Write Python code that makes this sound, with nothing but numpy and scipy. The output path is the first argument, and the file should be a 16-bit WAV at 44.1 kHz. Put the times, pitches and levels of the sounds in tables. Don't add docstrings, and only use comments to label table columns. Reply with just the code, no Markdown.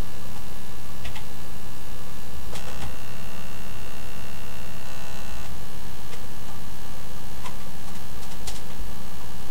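import sys
import numpy as np
from scipy import signal
from scipy.fft import rfft, irfft
from scipy.io import wavfile
from scipy.ndimage import uniform_filter1d

SR = 44100
rng = np.random.default_rng(int(sys.argv[2]) if len(sys.argv) > 2 else 0)


def waveform_to_disk(signal):
    frames = np.transpose(np.atleast_2d(signal))
    scaled = np.clip(frames, -1, 1) * 32767
    samples = np.round(scaled).astype(np.int16)
    wavfile.write(sys.argv[1], SR, samples)


N = 418950


def undb(db):
    return 10 ** (np.asarray(db) / 20)


def unit(x):
    return x / np.sqrt(np.mean(x ** 2))


def colour(hz, points):
    at, db = np.transpose(points)
    return undb(np.interp(np.log(hz + 1e-3), np.log(at), db))


def resonance(hz, centre, width):
    return 1 / (1 + 2j * (hz - centre) / width)


def ringing(hz, modes):
    return np.sqrt(sum(undb(db) ** 2 * np.abs(resonance(hz, f, 1.59 * w)) ** 4 for f, w, db in modes))


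def struck_phase(gain):
    cepstrum = irfft(np.log(gain + 1e-7))
    return 2 * rfft(cepstrum[:len(cepstrum) // 2], len(cepstrum)).imag


def noise(gain, size):
    return irfft(rfft(rng.standard_normal(size)) * gain, size)


def wander(rate_hz, size=N):
    hz = np.fft.rfftfreq(size, 1 / SR)
    return unit(noise(np.exp(-(hz / rate_hz) ** 2), size))


def room_tone(fan_sway_db=1.0):
    # frequency in Hz, noise density in dB per Hz.
    bed_curve = [(20, -63), (45, -59.5), (80, -66.5), (145, -71.5), (260, -75.5), (420, -77), (660, -82),
                 (1000, -82.5), (1450, -88.5), (2800, -88.5), (5000, -91), (9400, -91), (11500, -92.5),
                 (15300, -90.5)]
    # centre in Hz, width in Hz, noise density in dB per Hz.
    fan_bands = [(517.6, 39, -75), (1175, 48.5, -74.5)]
    hz = np.fft.rfftfreq(N, 1 / SR)
    bed = noise(colour(hz, bed_curve) * hz / np.hypot(hz, 8), N)
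    fan = noise(ringing(hz, fan_bands), N) * undb(-fan_sway_db * wander(7.2))
    return np.sqrt(SR / 2) * (bed + fan)


def appliance_hum(sway_db=1.33):
    # pitch in Hz, level in dB, depth of the pitch waver in Hz.
    tones = [(92.8, -54, 2.45), (120.95, -49.5, 0.867), (172, -54.5, 1.59), (189.8, -50, 1.128),
             (219.8, -58, 2.96), (493.3, -60.5, 4.87)]
    out = 0
    for hz, db, waver_hz in tones:
        phase = 2 * np.pi * np.cumsum(hz + waver_hz * wander(7.37)) / SR
        out += np.sqrt(2) * undb(db + sway_db * wander(4.2)) * np.sin(phase)
    return out


def floor_bumps(t60=0.36, rise_s=0.0047, thud_db=-12, thud_hz=150):
    # start in seconds, level in dB, pitch of the boards in Hz.
    bumps = [(1.05, -30.5, 63.4), (2.346, -28.5, 63.5), (2.46, -28, 53.6), (2.722, -30.5, 58),
             (2.815, -31, 64.6), (5.308, -30, 54.6), (5.5, -34, 61), (8.474, -28, 48.5), (8.785, -26, 45.5)]
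    out = np.zeros(N + SR)
    size = SR // 2
    hz, t = np.fft.rfftfreq(size, 1 / SR), np.arange(size) / SR
    for start_s, db, swing_hz in bumps:
        thud = undb(thud_db) * unit(noise(1 / (1 + (hz / thud_hz) ** 2), size))
        envelope = undb(db - 60 * t / t60) * (1 - np.exp(-t / rise_s))
        start = int(start_s * SR)
        out[start:start + size] += envelope * (thud - np.sin(2 * np.pi * swing_hz * t))
    return out[:N]


def controller_rub(fade_s=0.078, grain_db=3):
    # peak time in seconds, swell in seconds, level in dB.
    shoves = [(2.55, .025, -45), (2.70, .04, -51), (2.835, .04, -39), (5.53, .08, -48)]
    hz, t = np.fft.rfftfreq(N, 1 / SR), np.arange(N) / SR
    dull = colour(hz, [(40, -8), (140, 3), (350, -9.5), (600, -10), (1500, -17), (6000, -49)])
    rub = unit(noise(dull, N))
    effort = sum(undb(db) * np.exp(np.minimum((t - peak_s) / swell_s, (peak_s - t) / fade_s))
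                 for peak_s, swell_s, db in shoves)
    return rub * effort * undb(grain_db * wander(30))


def control_clicks(contact_fall_s=0.021, knock_fall_s=0.034, room_t60=0.25, room_db=-14,
                   body_trim_db=2, shell_trim_db=1, snap_trim_db=2.5, grain_db=2, size=16384):
    # peak time in seconds, rise in seconds, body pitch in Hz,
    # then body, shell and snap levels in dB before their trims.
    clicks = [(.368, .014, 820, -46.5, -58, -50.5), (1.054, 0.0047, 700, -43, -36.5, -46),
              (1.163, 0.0083, 850, -43, -38, -46), (2.531, .009, 540, -40, -50, -50),
              (2.556, .006, 794, -47, -40, -38), (2.682, 0.012, 510, -41, -45, -50),
              (2.825, 0.015, 827, -42.5, -43, -45), (5.453, .007, 800, -49, -52, -50),
              (6.135, 0.013, 476, -44, -44, -47), (6.484, 0.0089, 806, -43, -57, -52),
              (7.463, 0.02, 1000, -38.5, -42, -44), (7.607, .005, 780, -60, -47, -52),
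              (7.882, .008, 820, -48.5, -54, -48.5), (7.954, .004, 910, -60, -48, -47),
              (8.229, .007, 820, -50, -50, -43.5), (8.32, .016, 870, -45.5, -50, -47),
              (8.480, 0.0064, 790, -42, -45, -32.5), (8.559, .008, 774, -47.5, -46.5, -40.5),
              (8.708, .004, 480, -48, -48.5, -61), (9.212, .009, 990, -48, -58, -63)]
    # centre in Hz, width in Hz, relative dB.
    shell_modes = [(2020, 220, 2), (2650, 450, -1), (3300, 400, -1)]
    snap_modes = [(3660, 1300, 3), (5300, 1160, 2), (7350, 1550, 1.5), (9300, 1160, -0.5),
                  (12600, 4000, -10.5)]
    out = np.zeros(N + size)
    lead = size // 4
    hz, t = np.fft.rfftfreq(size, 1 / SR), (np.arange(size) - lead) / SR
    before, after = np.minimum(t, 0), np.maximum(t, 0)
    room_tail = undb(room_db - 60 * after / room_t60)
    contact_decay = np.hypot(np.exp(-after / contact_fall_s), room_tail)
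    knock_decay = np.hypot(np.exp(-after / knock_fall_s), room_tail)
    case = colour(hz, [(150, -46), (320, -14), (520, -14), (1200, -12), (1600, -20), (2500, -45)])
    for peak_s, rise_s, body_hz, body_db, shell_db, snap_db in clicks:
        body = np.abs(resonance(hz, body_hz, width=115)) ** 2
        knock = unit(noise(np.hypot(body, case), size)) * undb(body_db + body_trim_db)
        rattle = unit(noise(ringing(hz, shell_modes), size)) * undb(shell_db + shell_trim_db)
        snap = unit(noise(ringing(hz, snap_modes), size)) * undb(snap_db + snap_trim_db)
        contact = (rattle + snap) * undb(grain_db * wander(350, size))
        attack = np.exp(before / rise_s)
        start = int(peak_s * SR) - lead
        out[start:start + size] += attack * (knock_decay * knock + contact_decay * contact)
    return out[:N]


def circuit_whine(hz=13500.5, db=-66.5):
    return np.sqrt(2) * undb(db) * np.sin(2 * np.pi * hz * np.arange(N) / SR)


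def pulse_buzz(pulse_hz=66.3, lag_ms=0.4015, crossfade_s=0.013, flutter_db=0.46,
               treble_db=0.27, uneven_db=2.2, low_hz=280, top_hz=10300, size=4096):
    # start in seconds, pulse shape (0 to 3), smear of the pulse in ms.
    steps = [(0, 0, 1.5), (2.58, 2, 1.1), (2.86, 1, 1.1), (4.85, 2, 1.3), (5.48, 3, 2)]
    # centre in Hz, width in Hz,
    # then a level in dB for each of the four pulse shapes, before the bass and treble roll-offs.
    buzz_modes = [(418, 154, -67, -64, -62, -70), (662, 11, -62, -54, -53, -65),
                  (785, 96, -57, -58, -55, -57), (856, 29, -60, -55, -54, -55),
                  (928, 62, -57, -56, -59, -57), (972, 244, -59, -60, -55, -80),
                  (1321, 19, -65, -58, -57, -76), (1465, 15, -62, -56, -53, -65),
                  (1544, 29, -67, -55, -54, -62), (1644, 45, -61, -65, -66, -60),
                  (1723, 18, -59, -63, -60, -60), (1827, 66, -69, -57, -56, -63),
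                  (2232, 72, -66, -63, -64, -66), (2653, 115, -65, -59, -56, -67),
                  (2746, 62, -60, -52, -53, -67), (2848, 118, -62, -58, -58, -62),
                  (3307, 276, -72, -70, -65, -68), (3640, 131, -67, -65, -64, -69),
                  (4073, 81, -65, -66, -61, -64), (4300, 78, -67, -63, -64, -67),
                  (4537, 76, -71, -74, -69, -68), (4737, 177, -67, -71, -65, -72),
                  (5243, 1219, -75, -73, -72, -73), (5510, 283, -68, -68, -64, -87),
                  (6251, 68, -69, -71, -66, -81), (6514, 140, -73, -67, -63, -67),
                  (6741, 383, -73, -72, -70, -79), (7574, 720, -77, -75, -69, -77),
                  (9312, 2885, -83, -84, -106, -81)]
    # frequency in Hz, scatter in radians.
    echo_scatter = [(900, 1.4), (1600, .85), (2800, .6), (7000, .35)]
    t = np.arange(N) / SR
    hz = np.arange(170) * pulse_hz
    modes = np.array([(-1) ** k * resonance(hz, *row[:2]) for k, row in enumerate(buzz_modes)])
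    shape_gains = undb([row[2:] for row in buzz_modes])
    radiated = hz ** 4 / (hz ** 4 + low_hz ** 4) / (1 + (hz / top_hz) ** 16)
    treble = np.interp(hz, [2700, 3400], [0, 1])
    scatter = np.interp(hz, *np.transpose(echo_scatter))
    switched = [np.clip((t - start_s) / crossfade_s + 1, 0, 1) for start_s, _, _ in steps] + [0]
    out = 0
    for k, (_, shape, smear_ms) in enumerate(steps):
        spread, echo, uneven = rng.standard_normal((len(hz), 3)).T
        gain = np.abs(shape_gains[:, shape] @ modes) * radiated
        delay_s = (lag_ms + smear_ms * uniform_filter1d(spread, size=5)) / 1000
        phase = struck_phase(gain) - 2 * np.pi * pulse_hz * np.cumsum(delay_s) + echo * scatter
        reflections = undb(treble * (treble_db + uneven_db * uneven))
        cycle = irfft(gain * reflections * np.exp(1j * phase), size) * size / np.sqrt(2)
        looped = np.interp(t * pulse_hz % 1, np.arange(size) / size, cycle)
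        out += (switched[k] - switched[k + 1]) * looped
    return out * undb(flutter_db * wander(11))


def scene():
    mix = pulse_buzz() + circuit_whine() + appliance_hum() + room_tone()
    mix += control_clicks() + controller_rub() + floor_bumps()
    return mix[None]


def record(dry, top_hz=15750, dc_offset=-0.2002):
    lowpass = signal.ellip(12, 0.1, 80, top_hz, fs=SR, output="sos")
    return signal.sosfilt(lowpass, dry) + dc_offset


dry = scene()
out = record(dry)
waveform_to_disk(out)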